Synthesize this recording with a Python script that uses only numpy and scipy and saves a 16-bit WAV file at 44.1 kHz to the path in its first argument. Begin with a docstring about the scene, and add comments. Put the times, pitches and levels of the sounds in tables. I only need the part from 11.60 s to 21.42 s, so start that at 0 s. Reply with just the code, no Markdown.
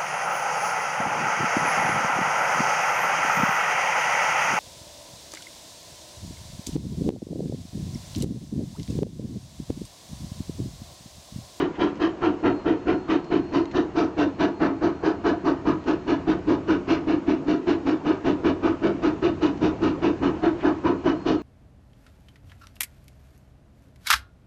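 """On a hillside line some way off, a steam locomotive climbs at nearly five exhaust beats a second.
Each beat is a turbulent jet, coloured by the chimney and nearby reflections, hollowed by interference
with the wave off the ground and echoed by the hills. Beneath it the train rumbles and a viaduct drums;
steam leaks, small ticks sound, a wheel flange sings faintly and a thin whine persists.
A fast limiter flattens the loudest peaks."""
import sys
import numpy as np
from scipy import signal
from scipy.fft import rfft, irfft, next_fast_len
from scipy.io import wavfile
from scipy.ndimage import uniform_filter1d, minimum_filter1d

SR = 44100
rng = np.random.default_rng(int(sys.argv[2]) if len(sys.argv) > 2 else 0)


def unload_audio(sound):
    """Save the sound as a 16-bit wav file, at the path given as the first command line argument."""
    columns = np.transpose(np.atleast_2d(sound))
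    # keep every value between -1 and 1, then stretch to whole-number steps
    steps = np.round(np.clip(columns, -1, 1) * 32767)
    wavfile.write(sys.argv[1], SR, steps.astype(np.int16))


N = 433062
TIME = np.arange(N) / SR

# The engine gathers speed, then eases: time_s, beat_rate_hz
BEAT_RATE = [(0, 4.693), (1.5, 4.559), (3, 4.668), (6.5, 5.201), (7.5, 5.092), (9.8, 4.707)]
# Four unevenly set valve events to a wheel turn: delay_s, bark_offset_db, hiss_offset_db
VALVES = [(.0026, -0.25, 0.15), (.0041, .5, 0.9), (-.0011, -0.5, -.6), (0, -0.4, -0.7)]
# Broad spectrum of the exhaust: frequency_hz, density_db
EXHAUST_SPECTRUM = [(25, -36.5), (50, -22.5), (150, -16), (235, -14.5), (300, -8), (420, -10), (560, -17.5),
                    (1000, -21), (1650, -26), (2100, -29), (4200, -38.5), (6000, -49), (7200, -58.5),
                    (8400, -76)]
# Peaks and one dip colouring it, from the chimney and nearby reflections: centre_hz, width_hz, gain_db
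EXHAUST_COLOUR = [(48, 8.9, 3), (93, 5.4, 8.5), (141, 4.1, 3), (198, 26, 4.5), (270.9, 28.8, 9),
                  (308.7, 35, 10), (343.3, 35.5, 7.5), (381, 38, 2), (525, 19, 0), (609.5, 23, 5.5),
                  (686.6, 58, 8.5), (887, 81, 4), (979.4, 43, 7.5), (1107, 49, 4.5), (1261, 97, 6.5),
                  (1508, 56, 5), (1688, 38, 5), (2310, 83, 4), (2877, 260, 5.5), (3570, 15, 7),
                  (3840, 35, -5), (5880, 190, 5)]
# Interference of the direct and ground-reflected waves, mostly dips: centre_hz, width_hz, gain_db
GROUND_INTERFERENCE = [(68.5, 40, -4), (118.5, 16, -13), (217, 15, -6.5), (484.7, 26, -5.5),
                       (561, 30, -11.5), (756, 45, -7), (1178, 40, -4.5), (1420, 35, 2.5),
                       (2068, 320, -4.5), (2780, 20, -7.5), (3260, 390, -4)]
# The peaks and dips sink a little as the engine moves along: time_s, frequency_ratio
COLOUR_SHIFT = [(0, 1.082), (2.5, 1.0203), (5.5, 0.994), (9.8, 1.016)]
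# Boom of the blasts, below 480 Hz: time_s, offset_db
BOOM_TREND = [(0, -2.3), (0.4, -1), (0.84, 0.3), (3.85, -0.7), (4.27, -1.5), (4.87, 1), (6.26, 0.1),
              (9.66, 0.1)]
# Their bark, up to about 2 kHz: time_s, offset_db
BARK_TREND = [(0, -1.3), (0.84, 2.5), (1.05, -1.0), (1.49, -0.3), (1.71, -2), (3.0, 4), (3.22, 0.1),
              (3.65, 3), (4.27, -0.9), (5.28, -1.2), (5.67, -4.5), (6.45, 0), (8.63, -1.3), (8.83, 3.1),
              (9.66, 0.5)]
# Their hiss, near 2.3 kHz: time_s, offset_db
HISS_TREND = [(0, 2.2), (0.84, 3.5), (1.05, 0), (1.49, 5), (1.93, -3), (2.8, 3.3), (3.22, -8), (3.65, -3.5),
              (3.85, -7.5), (4.47, -0.7), (4.87, -3), (5.28, 5), (5.47, -0.1), (8.63, 0.4), (9.02, -4.5),
              (9.66, 1)]
# The treble above it, fading in and out over the distance: time_s, offset_db
TREBLE_TREND = [(0, -2), (0.4, 1.5), (1.05, -8.5), (1.49, 2), (1.71, -4.5), (1.93, 2), (2.36, 5.5),
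                (3.22, -1.5), (3.43, 1.2), (4.87, -1.3), (5.28, 3), (5.67, -3), (6.07, 1.5), (6.26, -0.1),
                (7.62, -0.5), (7.81, 4), (9.25, -6), (9.66, 5)]
# Spectrum of the rolling train: frequency_hz, density_db
ROLLING_SPECTRUM = [(20, -26), (45, -7.5), (90, -5), (200, -1), (320, 0.5), (560, -6.5), (1000, -10),
                    (1600, -18.5), (2200, -22), (2900, -24), (3500, -30.5), (7000, -37.5), (8400, -48)]
# Its loudness: time_s, level_db
ROLLING_LEVEL = [(0, -39), (3.5, -41), (5, -39.5), (6, -40), (8.8, -37.5), (9.8, -40)]
# Spectrum of the vibrating viaduct: frequency_hz, density_db
VIADUCT_SPECTRUM = [(25, -28.5), (50, -8.5), (90, -1), (125, -7), (160, -3.5), (220, -7), (330, -29.5),
                    (800, -70)]
# Its swells: time_s, level_db
VIADUCT_LEVEL = [(0, -54), (1.4, -51), (2.2, -43.5), (2.9, -53), (3.6, -42), (4.2, -45.5), (4.8, -38.5),
                 (5.8, -52.5), (6.8, -51.5), (7.5, -40), (8.8, -40), (9.3, -47), (9.8, -43)]
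# Reverberation time among the hills: frequency_hz, t60_s
HILL_DECAY = [(80, 0.3), (300, 0.38), (1000, 0.34), (3000, 0.24), (7000, 0.25)]
# Wisps of leaking steam: peak_s, width_s, level_db
WISPS = [(.16, 0.02, -46), (8.78, 0.027, -50.5), (9.02, .03, -41.5)]
# Their spectrum: frequency_hz, density_db
WISP_SPECTRUM = [(500, -20), (1200, 2.5), (3000, -4), (4000, -16.5), (8000, -35)]
# Faint ticks and spits: start_s, level_db, decay_s
TICKS = [(.357, -47, .002), (.375, -49, .002), (1.645, -50, 0.006), (2.057, -38, .002), (2.114, -44, 0.01),
         (4.241, -50, 0.0052), (7.977, -47, 0.0036)]
# Their spectrum: frequency_hz, density_db
TICK_SPECTRUM = [(900, -27), (2000, 8), (5500, -3), (7200, -7), (8400, -36)]
# A wheel flange singing on the curve: time_s, level_db
FLANGE_LEVEL = [(0, -72), (.72, -76), (.9, -58), (1.1, -67), (2.09, -62), (2.3, -79), (2.96, -63.5),
                (3.38, -70), (4.43, -70), (4.63, -76), (7.97, -73), (9.18, -74), (9.61, -64)]


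def amp(db):
    """Amplitude ratio of a level in decibels."""
    return 10 ** (np.asarray(db) / 20)


def unit_rms(x):
    """Normalisation to unit mean power."""
    return x / np.sqrt(np.mean(x ** 2) + 1e-20)


def at_hz(points, hz):
    """Interpolation on a logarithmic frequency axis."""
    table_hz, values = np.transpose(points)
    return np.interp(np.log(hz + 1), np.log(table_hz + 1), values)


def at_time(points, t):
    """Linear interpolation in time."""
    return np.interp(t, *np.transpose(points))


def bells_db(rows, hz):
    """Gaussian peaks and dips in cascade: their decibels add."""
    return sum(db * 2 ** -((2 * (hz - centre) / width) ** 2) for centre, width, db in rows)


def add(mix, start_s, sound):
    """Superposition of a sound on the mix."""
    at = round(start_s * SR)
    sound = sound[max(-at, 0):]
    part = mix[max(at, 0):][:len(sound)]
    part += sound[:len(part)]


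def wander(n, rate_hz):
    """Low-pass Gaussian fluctuation of zero mean and unit rms."""
    hz = np.fft.rfftfreq(n, 1 / SR)
    lowpass = np.exp(-(hz / rate_hz) ** 2) * (hz > 0)
    return unit_rms(irfft(rfft(rng.standard_normal(n)) * lowpass, n))


def coloured_noise(spectrum, n):
    """Spectral shaping of white noise, at unit rms."""
    size = next_fast_len(n)
    gain = amp(at_hz(spectrum, np.fft.rfftfreq(size, 1 / SR)))
    return unit_rms(irfft(rfft(rng.standard_normal(size)) * gain, size)[:n])


def minimum_phase(gain_db):
    """Causality: a response with this gain that rings only after it is excited."""
    log_gain = np.log(amp(np.r_[gain_db, gain_db[-2:0:-1]]))
    return np.exp(np.conj(signal.hilbert(log_gain)))[:len(gain_db)]


def steam_jet(t, response, lead, rise, hold, fall, gust_db):
    """Turbulent noise grows as a valve opens and dies as the cylinder empties; filtered, unit rms."""
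    opening = np.sin(np.pi / 2 * np.clip((t + lead) / rise, 0, 1)) ** 2
    pressure = 1 / np.sqrt(1 + np.exp(np.minimum(2 * (t - hold) / fall, 100)))
    flow = rng.standard_normal(len(t)) * opening * pressure
    gusts = amp(gust_db * wander(len(t), 130))
    return unit_rms(irfft(rfft(flow * gusts) * response))


def blast(t, beat_s, bark_offset_db, hiss_offset_db):
    """Source and filter: a jet in three bands, coloured by chimney, nearby reflections and ground."""
    hz = np.fft.rfftfreq(len(t), 1 / SR)
    # A shorter blast spends the same energy sooner and so cracks harder.
    stroke = t / np.exp(0.059 * rng.standard_normal())
    # Moving air ripples the treble differently for every beat.
    ripple_db = 2.5 * wander(len(t), 600)[:len(hz)] * hz / (hz + 400)
    peaks_db = bells_db(EXHAUST_COLOUR + GROUND_INTERFERENCE, hz / at_time(COLOUR_SHIFT, beat_s))
    colour = minimum_phase(at_hz(EXHAUST_SPECTRUM, hz) + peaks_db + ripple_db)
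    low = 1 / (1 + (hz / 480) ** 8)  # each band's share of the power
    high = 1 / (1 + (1950 / (hz + 1)) ** 8)
    mid = (1 - low) * (1 - high)
    boom = steam_jet(stroke, colour * low ** .5, lead=.025, rise=.055, hold=.059, fall=.036, gust_db=-.5)
    bark = steam_jet(stroke, colour * mid ** .5, lead=.018, rise=.045, hold=.053, fall=.031, gust_db=1)
    hiss = steam_jet(stroke, colour * high ** .5, lead=.015, rise=.047, hold=.049, fall=.025, gust_db=1)
    boom *= amp(at_time(BOOM_TREND, beat_s) - 26)
    bark *= amp(at_time(BARK_TREND, beat_s) + bark_offset_db - 34.5)
    shelf = [(2330, at_time(HISS_TREND, beat_s) - 45.5), (4670, at_time(TREBLE_TREND, beat_s) - 46.5)]
    hiss = irfft(rfft(hiss) * amp(at_hz(shelf, hz) + hiss_offset_db))
    # The first slug of steam leaves the chimney as one soft thud.
    pulse_time = (t - .009) / .0033
    thud = amp(-33) * pulse_time * np.exp(-pulse_time ** 2 / 2)
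    return boom + bark + hiss + thud


def engine(lead_in_s=.03):
    """Rotation sets the pulse rate: each quarter turn of the driving wheels releases one blast."""
    out = np.zeros(N)
    t = TIME - .0247  # the first beat is already under way
    blast_time = np.arange(16384) / SR - lead_in_s
    quarter_turns = np.cumsum(at_time(BEAT_RATE, t)) / SR
    due_times = np.interp(np.arange(quarter_turns[-1]), quarter_turns, t)
    for k, due_s in enumerate(due_times):
        delay_s, bark_offset_db, hiss_offset_db = VALVES[k % len(VALVES)]
        beat_s = due_s + delay_s
        add(out, beat_s - lead_in_s, blast(blast_time, beat_s, bark_offset_db, hiss_offset_db))
    return out


def rolling_train():
    """Wheels, rods and leaks sum incoherently to a drifting rumble, hollowed by ground interference."""
    frames, hz = N // 512 + 5, np.fft.rfftfreq(2048, 1 / SR)
    real, imag, patches = rng.standard_normal((3, frames, len(hz)))
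    patches = uniform_filter1d(patches, size=6, axis=0)  # smooth in time, then in frequency
    patches = unit_rms(uniform_filter1d(patches, size=10, axis=1))
    steady_db = at_hz(ROLLING_SPECTRUM, hz) + .29 * bells_db(GROUND_INTERFERENCE, hz)
    drift_db = 2.6 * patches / (1 + hz / 4000)
    spectra = (real + 1j * imag) * amp(steady_db + drift_db)
    rumble = signal.istft(spectra.T, nperseg=2048, noverlap=1536)[1][:N]
    return amp(at_time(ROLLING_LEVEL, TIME)) * unit_rms(rumble)


def viaduct():
    """Forced vibration: the structure drums in slow swells as the wheels cross its spans."""
    return amp(at_time(VIADUCT_LEVEL, TIME)) * coloured_noise(VIADUCT_SPECTRUM, N)


def whine(pitch_hz, waver_hz, flutter_db=2):
    """Random frequency and amplitude modulation make a thin sine tone waver."""
    size = next_fast_len(N)
    cycles = np.cumsum(pitch_hz + waver_hz * wander(size, 60)) / SR
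    flutter = amp(flutter_db * wander(size, 7.6))
    return unit_rms(np.sin(2 * np.pi * cycles) * flutter)[:N]


def hill_echo(sound, reflections_per_s=2000):
    """Scattering from the hills returns many late reflections, the treble decaying first."""
    reflections = rng.choice([-1., 1.], SR) * (rng.random(SR) < reflections_per_s / SR)
    hz, t, spectra = signal.stft(reflections, SR, nperseg=256)
    onset = np.clip((t - .025) / .039, 0, 1)
    decay = amp(-60 * t / at_hz(HILL_DECAY, hz)[:, None])
    tail = signal.istft(spectra * onset * decay, SR, nperseg=256)[1]
    tail = signal.lfilter(*signal.butter(1, 1800, fs=SR), tail / np.linalg.norm(tail))
    return signal.fftconvolve(sound, tail)[:N]


def steam_wisps():
    """Turbulence of leaking steam swells and fades under Gaussian envelopes."""
    envelope = sum(amp(db) * np.exp(-((TIME - peak_s) / width_s) ** 2) for peak_s, width_s, db in WISPS)
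    return envelope * coloured_noise(WISP_SPECTRUM, N)


def ticks():
    """Noise transients with rapid exponential decay are heard as dry clicks and spits."""
    out, t = np.zeros(N), np.arange(2048) / SR
    for start_s, level_db, decay_s in TICKS:
        click = coloured_noise(TICK_SPECTRUM, len(t)) * np.exp(-t / decay_s)
        add(out, start_s - .001, amp(level_db) * click)
    return out


def wheel_flange():
    """Friction on the curve makes a wheel sing at one wavering pitch."""
    return amp(at_time(FLANGE_LEVEL, TIME)) * whine(pitch_hz=4247, waver_hz=24)


def scene():
    """Superposition of the exhaust, its echo and the train's quieter sounds in one channel."""
    exhaust = engine()
    rumble = rolling_train() + viaduct()
    faint_whine = amp(-80) * whine(pitch_hz=6667, waver_hz=3)
    echo = amp(-20) * hill_echo(exhaust)
    return (exhaust + rumble + faint_whine + echo + steam_wisps() + ticks() + wheel_flange())[None]


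def record(dry, ceiling_db=-10, recovery_db_per_s=350, cutoff_hz=8500):
    """Peak limiting lowers the gain at the loudest moments; a low-pass filter then bounds the band."""
    excess_db = np.maximum(20 * np.log10(abs(dry[0]) + 1e-9) - ceiling_db, 0)
    recovery_db = TIME * recovery_db_per_s
    reduction_db = np.maximum.accumulate(excess_db + recovery_db) - recovery_db
    held_db = -minimum_filter1d(-reduction_db, size=45)  # running maximum over 1 ms
    gain = amp(-uniform_filter1d(held_db, size=45))
    lowpass = signal.firwin(255, cutoff_hz, window=("kaiser", 9), fs=SR)
    return signal.oaconvolve(dry * gain, lowpass[None], "same")


dry = scene()
out = record(dry)
unload_audio(out)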